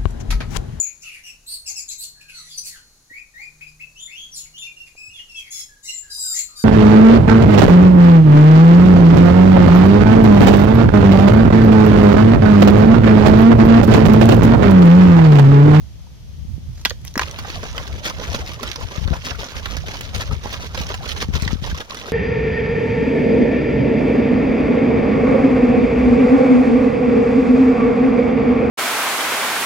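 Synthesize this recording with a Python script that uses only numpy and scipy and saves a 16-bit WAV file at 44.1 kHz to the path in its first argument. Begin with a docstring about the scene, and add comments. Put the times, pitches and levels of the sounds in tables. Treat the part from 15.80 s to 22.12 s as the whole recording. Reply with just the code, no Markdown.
"""Water sloshes in a plastic bottle, picked up outdoors and shaken hard about three times a second.
Each shake throws the water to one end and back: bubbles gurgle, spray swishes and sharp slaps ring
the shell. The thin wall snaps as it buckles, loudest when the fingers take hold and rub over it.
Underneath, gusts of air buffet both microphone ports over a faint hiss."""
import sys
import numpy as np
from scipy import signal
from scipy.fft import rfft, irfft, next_fast_len
from scipy.io import wavfile
from scipy.ndimage import map_coordinates

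SR = 44100
rng = np.random.default_rng(int(sys.argv[2]) if len(sys.argv) > 2 else 0)


def generate_wav(sig):
    """Save sig (samples, or channels by samples) to the path in sys.argv[1] as 16-bit PCM at SR."""
    pcm = np.round(np.clip(np.atleast_2d(sig).T, -1, 1) * 32767).astype(np.int16)
    wavfile.write(sys.argv[1], SR, pcm)


N = 278712

# Cue levels are relative: each layer sets its own gain.
# tone of the outdoor air: f/Hz, level/dB
HISS_EQ = [(100, 15.5), (400, 6.5), (700, 2.5), (1500, -4), (2700, -2.5), (3200, 1), (3700, -2),
           (6300, -1.5), (7700, -10.5), (14000, -10), (16000, -39)]
# tone of wind on a port: f/Hz, level/dB
RUMBLE_EQ = [(15, -38), (28, -11.5), (48, 1), (75, 2), (105, -3.5), (160, -10), (250, -23.5), (400, -44),
             (900, -61.5)]
# breeze on both ports: t/s, level/dB
BREEZE = [(0, -36), (.75, -32.5), (1.4, -35.5), (2.3, -30), (2.7, -33), (5.2, -30.5), (5.95, -30),
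          (6.02, -42), (6.32, -40)]
# gusts that strike one port and may shelter the other: t/s, length/s, left/dB, right/dB
GUSTS = [(3.13, 0.27, 7, -9), (3.437, 0.22, 7.5, -10), (3.617, 0.15, -4.5, -17), (3.84, 0.23, -8, 7),
         (3.995, 0.16, 6.5, 3), (4.29, .14, 6, -3), (4.466, 0.12, 8, 0), (4.92, 0.21, 3.5, 5.5),
         (5.4, 0.46, 7, -1), (5.834, 0.12, -9, 9.5)]
# puffs of air fanned onto a port: t/s, level/dB, push f/Hz, left over right/dB
PUFFS = [(0.65, -26.5, 145, 12), (0.78, -22.5, 161, -20), (3.181, -12.5, 118, 24), (3.255, -11, 82, 24),
         (3.28, -19, 140, 24), (3.308, -9, 122, 31), (3.321, -8, 94, 30), (4.364, -20, 118, 20),
         (4.514, -16.5, 147, 15), (4.53, -20.5, 162, 8), (5.005, -16.5, 163, -21), (5.487, -12.5, 169, 26),
         (5.501, -18, 158, 22), (5.624, -11.5, 151, 26), (5.662, -12.5, 150, 24), (5.731, -8.5, 182, 31),
         (5.755, -17, 163, 24), (5.822, -15, 130, 26), (5.928, -20, 131, -3)]
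# tonal tilt between the ports: f/Hz, left over right/dB
PORT_BALANCE = [(200, 1.5), (600, -1.5), (1300, 0), (3000, -3.5), (5600, -5.5), (6900, -1), (7800, 4),
                (10000, 2.5), (13000, 4.5), (16000, 5)]
# decay of the nearby reflections: f/Hz, t60/s
GROUND_DECAY = [(200, 0.062), (2000, 0.034), (10000, 0.0061)]
# tone of all reflections: f/Hz, level/dB
SCATTER_EQ = [(200, -13.5), (600, -10.5), (1500, -4.5), (4000, -1.5), (10000, 4)]
# fingers sliding on the wall: t/s, length/s, level/dB
RUBS = [(0.896, 0.18, -51), (1.18, 0.17, -48)]
# dents buckling in the wall: t/s, level/dB, f/Hz
DENTS = [(1.051, -3, 3820), (1.056, 0, 3430), (1.058, -9, 1700), (1.0975, -11.5, 6450),
         (1.106, -16.5, 4370), (1.108, -18, 1810), (1.2504, -21, 9500), (1.273, -29, 5530),
         (1.279, -22, 5730), (1.34, -24.5, 5940), (1.3564, -16, 1650), (1.3772, -12, 1260),
         (1.378, -9.5, 5800), (1.3942, -3, 1580), (1.415, -14, 1887), (1.4189, -14.5, 1140),
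         (1.5116, -19, 5840), (1.98, -13.5, 2830), (2.663, -23, 5100), (2.876, -17.5, 3800),
         (2.916, -16, 3830), (2.96, -16.5, 5370), (3.004, -24, 8700), (3.276, -23.5, 3730),
         (3.8575, -12.5, 3800), (3.968, -20.5, 5100), (4.2105, -16.5, 6900), (4.419, -32, 3450),
         (5.291, -16, 4240), (5.551, -22.5, 4500), (5.6225, -16.5, 7900), (5.651, -18, 3830),
         (5.678, -14, 1900), (6.004, -21, 3100), (6.146, -21.5, 7960)]
# tone of the thin plastic: f/Hz, level/dB
PLASTIC_EQ = [(100, -21), (400, 7), (1200, 3), (3500, 3), (6300, 7), (7800, -3.5), (14000, -10.5),
              (16000, -30)]
# bright tick at the tip of a crease: f/Hz, level/dB
TICK_EQ = [(1000, -46), (7000, -8), (10000, 3.5), (14000, 2.5), (16000, -6)]
# resonances of the shell and its air space: f/Hz, width/Hz, level/dB
SHELL_MODES = [(500, 160, -20), (970, 120, -13.5), (1680, 66, -7), (1990, 110, -1), (2360, 330, -8),
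               (3190, 340, -5), (4420, 140, -8), (5260, 210, -36)]
# short low rings of the bottle's body and of air pockets in the water: t/s, level/dB, starting f/Hz
LOW_RINGS = [(.269, -45, 900), (1.06, -25, 195), (1.112, -25.5, 510), (1.368, -14.5, 252),
             (1.649, -28, 760), (2.396, -24, 517), (2.548, -17, 193), (2.795, -27, 1090),
             (2.835, -23.5, 547), (3.011, -26.5, 990), (3.331, -24, 653), (3.356, -29, 914),
             (3.516, -29, 820), (3.548, -29, 1360), (3.63, -26.5, 340), (4.039, -29, 670), (4.52, -34, 570),
             (5.362, -29.5, 1610), (5.424, -21.5, 453), (5.913, -26.5, 1570), (6.004, -24, 443),
             (6.119, -26.5, 1076), (6.285, -26, 450)]
# hard slaps of water on the wall: t/s, level/dB, thump trim/dB
SLAPS = [(1.587, -8.5, -18), (1.647, -28.5, 3.5), (1.832, -21.5, -1), (1.977, -24.5, 2), (2.264, -9.5, -11),
         (2.297, -8, -16.5), (2.412, -22, -1), (2.545, -5.5, -12), (2.83, -3, -16.5), (2.957, -19.5, -6),
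         (3.276, -22.5, -1.5), (3.331, -21.5, -5), (3.469, -15.5, -5.5), (3.511, -28.5, 8),
         (3.632, -20, -3), (3.857, -16, -3), (3.968, -10, -12.5), (4.208, -13, -15), (4.419, -11.5, -20.5),
         (4.647, -21, -17), (4.728, -9.5, -30), (4.946, -12.5, -5), (5.014, -9, -36), (5.103, -23, 0),
         (5.141, -8, -14), (5.261, -18.5, -5.5), (5.291, -9, -37), (5.424, -14.5, -5), (5.552, -8, -14),
         (5.675, -25, 0), (6.005, -14, -10.5), (6.17, -14, -25), (6.281, -27, 0)]
# dark body of the water: f/Hz, level/dB
GURGLE_EQ = [(120, -5.5), (220, 3.5), (330, -3.5), (520, 0.5), (800, -2), (1300, 1), (2000, -9),
             (4000, -33), (8000, -54)]
# bright top of the water: f/Hz, level/dB
SPRAY_EQ = [(400, -23), (1000, -7.5), (2000, -0.5), (3400, 1), (4600, -2.5), (6200, -1.5), (7000, -8.5),
            (7700, -19), (10000, -14.5), (14000, -18), (16000, -18)]
# shakes, a throw out and back: t/s, out length/s, out level/dB, back after/s, back level/dB, spray trim/dB
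SHAKES = [(1.389, 0.047, -35, 0.19, -46, 3), (1.653, 0.12, -35.5, 0.13, -31, 1),
          (1.943, 0.077, -32.5, 0.14, -34.5, -1), (2.223, 0.073, -26.5, 0.15, -28, -2.5),
          (2.504, 0.11, -29, 0.13, -33, 1), (2.799, 0.12, -32.5, 0.17, -34, 0),
          (3.09, 0.08, -30, 0.2, -29, -5.5), (3.435, 0.062, -30.5, 0.14, -29, 0.5),
          (3.683, 0.14, -37, 0.19, -34, 1.5), (4.049, 0.13, -34.5, 0.15, -33.5, 1),
          (4.328, 0.11, -31, 0.15, -33, -1), (4.625, .14, -33, 0.16, -33, 2),
          (4.933, 0.078, -32, 0.12, -30, 2.5), (5.213, 0.11, -33, 0.14, -28, 2),
          (5.516, 0.13, -37, 0.13, -34, 4.5), (5.813, 0.1, -33, 0.12, -32.5, 1.5),
          (6.088, 0.15, -37, 0.13, -32, -1.5)]

GRIP_ENDS_S = 1.46  # earlier dents belong to the grip and ring the shell harder
DENT_T60, DENT_HZ, DENT_SLOPE = 0.012, 3500, 0.93  # rattle time at this pitch; higher dents die sooner
LOW_RING_T60 = 0.021
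THROW_RISE_S, BACK_RISE_S, BACK_LENGTH_S = 0.024, 0.051, 0.076  # the water comes back more gently
SAG_DB, DRAIN_T60 = 3.5, 0.18
SWIRL_DB, SWIRL_T60 = -18.5, 0.067  # swirl between the two throws, relative to the first
CHURN_DB, CHURN_FALL_DB_PER_S = -40, 0.5
LULL_S, LULL_LEAD_S, LULL_DB_PER_S = 0.085, 0.072, -1.2
CLIP_LEVEL, TOP_HZ = 0.88, 15900


def amp(db):
    """Decibels to gain."""
    return 10 ** (np.asarray(db) / 20)


def unit(x):
    """Scale to rms 1."""
    return x / np.sqrt(np.mean(x ** 2) + 1e-20)


def along(points, hz):
    """Read (f/Hz, value) points on a log frequency axis."""
    f, values = np.transpose(points)
    return np.interp(np.log(hz + 1), np.log(f + 1), values)


def wobble(rate):
    """Smooth random modulation, rate knots a second."""
    return map_coordinates(rng.standard_normal(int(N * rate / SR) + 4), [np.arange(N) * rate / SR])


def fade(t, t60):
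    """Exponential decay, 60 dB down at t60."""
    return np.exp(-np.log(1000) * t / t60)


def add(track, s, x):
    """Mix x into the track at s seconds."""
    part = track[max(round(s * SR), 0):][:len(x)]
    part += x[:len(part)]


def filtered(x, response):
    """Filter x by a complex response of frequency."""
    size = 2 * next_fast_len(N // 2 + 8192)
    return irfft(rfft(x, size) * response(np.fft.rfftfreq(size, 1 / SR)), size)[..., :N]


def eq(x, points):
    """Minimum-phase EQ through (f/Hz, level/dB) points, so attacks stay sharp."""
    def response(hz):
        cepstrum = irfft(np.log(amp(along(points, hz))))
        cepstrum[1:len(hz) - 1] *= 2
        cepstrum[len(hz):] = 0
        return np.exp(rfft(cepstrum))
    return filtered(x, response)


def placed(x, lag_ms, pan_db):
    """Place x in stereo: the left port hears it lag_ms later and pan_db louder than the right."""
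    side = np.array([[-1], [1]])
    return amp(-side * pan_db / 2) * filtered(x, lambda f: np.exp(1j * np.pi * f * side * lag_ms / 1000))


def hiss():
    """A faint, steady bed of outdoor air, duller on the right."""
    left, right = unit(eq(rng.standard_normal((2, N)), HISS_EQ))
    return amp(-49.5) * np.array([left, eq(right, [(6500, 0), (7800, -20)])])


def wind():
    """Air buffets each port on its own: a fluttering rumble that rides the breeze and its gusts."""
    breeze_db = np.interp(np.arange(N) / SR, *np.transpose(BREEZE))
    gust_db = np.zeros((2, N))
    for s, length, left_db, right_db in GUSTS:
        swell = signal.windows.tukey(round(length * SR), 0.76)
        add(gust_db[0], s, left_db * swell)
        add(gust_db[1], s, right_db * swell)
    rumble = eq(rng.standard_normal((2, N)), RUMBLE_EQ)
    flutter = amp(3.26 * np.array([wobble(16), wobble(17)]))
    return unit(rumble * flutter) * amp(breeze_db + gust_db + 1.5)


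def puffs():
    """Fanned air pops on a port: a sharp push and a damped swing an octave below."""
    ports, t = np.zeros((2, N)), np.arange(SR // 8) / SR
    for s, db, hz, pan_db in PUFFS:
        push = np.sin(2 * np.pi * hz * t) * fade(t, 0.02)
        swing = np.sin(np.pi * hz * t) * fade(t, 0.046)
        attack = 1 - np.exp(-t / 0.0013)
        puff = amp(db + 4) * attack * (1.45 * push + 0.74 * swing)
        add(ports[0], s, amp(min(pan_db, 0)) * puff)
        add(ports[1], s, amp(min(-pan_db, 0)) * puff)
    return eq(ports, [(15, -25), (55, 5), (300, 3), (700, 0.5)])


def reflections(send, yard_db, yard_t60):
    """The ground answers at once, the yard faintly after; the pattern shifts as the bottle moves."""
    hop = SR // 36  # each block gets a fresh noise tail
    scatter = np.zeros((2, N))
    for start in range(0, N, hop):
        hz, t, noise = signal.stft(rng.standard_normal((2, SR // 7)), SR, nperseg=128)
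        decay = fade(t, along(GROUND_DECAY, hz)[:, None]) + amp(yard_db) * fade(t, yard_t60)
        tails = signal.istft(noise * decay, SR, nperseg=128)[1]
        for port, tail in zip(scatter, tails):
            add(port, start / SR, signal.fftconvolve(send[start:start + hop], tail / np.linalg.norm(tail)))
    return eq(scatter, SCATTER_EQ)


def shell(x, ring):
    """Sound passes the wall directly and through its resonances; ring sets their share."""
    def modes(f):
        return sum(amp(db) * 1j * f * width / (hz * hz - f * f + 1j * f * width)
                   for hz, width, db in SHELL_MODES)
    return filtered(x, lambda f: (1 + ring * modes(f)) / (1 + ring / 2))


def rubs():
    """Skin slips over the plastic in faint, grainy swells."""
    swells = np.zeros(N)
    for s, length, db in RUBS:
        add(swells, s, amp(db) * np.hanning(round(length * SR)))
    friction = eq(rng.standard_normal(N), PLASTIC_EQ)
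    return swells * unit(friction * amp(5 * wobble(130)))


def snaps(dents, ring):
    """Each dent flips with a crack, a ping and a rattle; small, high dents tick more brightly."""
    wall, tips, t = np.zeros(N), np.zeros(N), np.arange(SR // 10) / SR
    for s, db, hz in dents:
        t60 = DENT_T60 * (DENT_HZ / hz) ** DENT_SLOPE
        band = signal.butter(1, [hz / 1.9, hz * 0.83], "band", fs=SR)
        rattle = unit(signal.lfilter(*band, rng.standard_normal(len(t)))) * fade(t, t60)
        ping = np.sin(2 * np.pi * hz * t) * fade(t, 0.5 * t60)
        crack = rng.standard_normal(len(t)) * fade(t, 0.0019)
        add(wall, s, amp(db) * (0.38 * rattle + 0.84 * ping + 0.94 * crack))
        add(tips, s, amp(db - 6.5) * hz / 6000 * crack)
    return shell(eq(wall, PLASTIC_EQ), ring) + eq(tips, TICK_EQ)


def low_rings():
    """Short low rings: the bottle's body after the first loud snap, then air pockets glugging."""
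    track, t = np.zeros(N), np.arange(SR // 8) / SR
    envelope = (1 - np.exp(-t / 0.0015)) * fade(t, LOW_RING_T60)
    for s, db, hz in LOW_RINGS:
        rising_tone = np.sin(2 * np.pi * hz * t * (1 + 0.038 * t / LOW_RING_T60))
        add(track, s, amp(db + 9.5) * envelope * rising_tone)
    return track


def slaps():
    """A sheet of water hits the wall: a short splash layered with a duller thump."""
    splash, thump, t = np.zeros(N), np.zeros(N), np.arange(SR // 10) / SR
    for s, db, thump_db in SLAPS:
        add(splash, s, amp(db - 9.5) * fade(t, 0.043) * rng.standard_normal(len(t)))
        add(thump, s, amp(db + thump_db + 12.5) * fade(t, 0.045) * rng.standard_normal(len(t)))
    return shell(eq(splash, SPRAY_EQ) + eq(thump, GURGLE_EQ), ring=0.65)


def bubbles(per_s, low_hz, high_hz, cycles, spread_db, glide, samples):
    """A steady swarm of bubbles at rms 1, each a damped, rising tone; a few stand out."""
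    when, pitch, life, rank = rng.random((int(per_s * N / SR), 4)).T[:, :, None]
    hz = low_hz * (high_hz / low_hz) ** pitch
    t60 = np.minimum(cycles * 2 ** (2 * life - 1) / hz, samples / SR)
    t = np.arange(samples) / SR
    gain = amp(-spread_db * np.log(rank + 0.0057)) * np.sqrt(hz)
    tones = gain * fade(t, t60) * np.sin(2 * np.pi * hz * t * (1 + glide * t / t60 / 2))
    positions = (when * N).astype(int) + np.arange(samples)
    return unit(np.bincount(positions.ravel(), tones.ravel(), N)[:N])


def foam(db):
    """Foam fizzes as white noise under the bubbles."""
    return amp(db) * rng.standard_normal(N)


def churning():
    """Gain of the water that keeps stirring once the shaking begins, slowly thinning out."""
    shaken_s = np.arange(N) / SR - SHAKES[0][0]
    return amp(CHURN_DB - CHURN_FALL_DB_PER_S * shaken_s) * (shaken_s > 0)


def lulls():
    """Gain that ducks as the water lies still at one end before a shake, deeper each time."""
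    dip_db = np.zeros(N)
    window = signal.windows.tukey(round(LULL_S * SR), 0.5)
    for s, *_ in SHAKES:
        depth_db = LULL_DB_PER_S * (s - SHAKES[0][0])
        add(dip_db, s - LULL_LEAD_S, depth_db * window)
    return amp(dip_db)


def throw(t, rise_s, length_s, t60):
    """Power of one throw: it rises, sags while water piles up, then drains away."""
    attack = np.minimum(t / rise_s, 1)
    sag = amp(-SAG_DB * np.minimum(t / length_s, 1))
    drain = fade(np.maximum(t - length_s, 0), t60)
    return (attack * sag * drain) ** 2


def shakes():
    """Power envelopes for gurgle and spray: the water flies out, swirls and comes back."""
    gurgle, spray, t = np.zeros(N), np.zeros(N), np.arange(SR // 2) / SR
    for s, length, out_db, back_s, back_db, spray_db in SHAKES:
        out = amp(out_db) ** 2 * throw(t, THROW_RISE_S, length, DRAIN_T60)
        swirl = amp(out_db + SWIRL_DB) ** 2 * throw(t, THROW_RISE_S, back_s + BACK_LENGTH_S, SWIRL_T60)
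        back = amp(back_db) ** 2 * throw(t, BACK_RISE_S, BACK_LENGTH_S, DRAIN_T60)
        for start, power in (s, out + swirl), (s + back_s, back):
            add(gurgle, start, power)
            add(spray, start, power * amp(spray_db) ** 2)
    return gurgle, spray


def water():
    """Big bubbles gurgle; tiny ones and foam swish as spray at both ends. All come in clumps."""
    gurgle_power, spray_power = shakes()
    churn = churning()
    clumps_db = 1.98 * wobble(140)
    big = bubbles(per_s=1300, low_hz=220.7, high_hz=2500, cycles=10, spread_db=1, glide=0.1, samples=1400)
    big += foam(-0.5)
    pockets = bubbles(per_s=70, low_hz=339, high_hz=1253, cycles=21.4,
                      spread_db=2.5, glide=0.22, samples=2600)  # fewer, rounder, longer rings
    gurgle = shell(eq(big + amp(-4) * pockets, GURGLE_EQ), ring=0.45)
    gurgle = unit(gurgle * amp(clumps_db + 1.64 * wobble(50)))
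    gurgle *= amp(-1.5) * np.sqrt(gurgle_power + (amp(1.5) * churn) ** 2)
    ends = []
    for _ in range(2):
        tiny = bubbles(per_s=3800, low_hz=1340, high_hz=9200, cycles=5,
                       spread_db=5, glide=0.09, samples=160)
        spray = eq(tiny + foam(0), SPRAY_EQ)
        spray = unit(spray * amp(clumps_db + 3.5 * wobble(40) + 2.67 * wobble(400)))
        ends.append(spray * amp(-4) * np.sqrt(spray_power + churn ** 2))
    return np.array([gurgle, *ends]) * lulls()


def scene():
    """The bottle is gripped near centre and shaken off to the right, its two ends spread apart."""
    grip = snaps([dent for dent in DENTS if dent[0] < GRIP_ENDS_S], ring=1.75) + rubs()
    gurgle, near_end, far_end = water()
    body = gurgle + slaps() + low_rings()
    body += snaps([dent for dent in DENTS if dent[0] >= GRIP_ENDS_S], ring=0.96)
    send = amp(-2) * (grip + body) + amp(-7) * (near_end + far_end)
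    spray = placed(near_end, lag_ms=0.17, pan_db=-8) + placed(far_end, lag_ms=0.23, pan_db=8)
    bottle = placed(grip, lag_ms=0.07, pan_db=2) + amp(-1.5) * placed(body, lag_ms=0.205, pan_db=-2)
    bottle += amp(-1) * spray + reflections(send, yard_db=-19, yard_t60=0.18)
    bottle = filtered(bottle, lambda f: amp(along(PORT_BALANCE, f) * np.array([[1], [-1]]) / 2))
    return bottle + wind() + puffs() + hiss()


def record(dry):
    """Master chain: hard-clip the highest peaks, then cut everything above TOP_HZ."""
    clipped = np.clip(dry, -CLIP_LEVEL, CLIP_LEVEL)
    return filtered(clipped, lambda hz: hz < TOP_HZ)


dry = scene()
out = record(dry)
generate_wav(out)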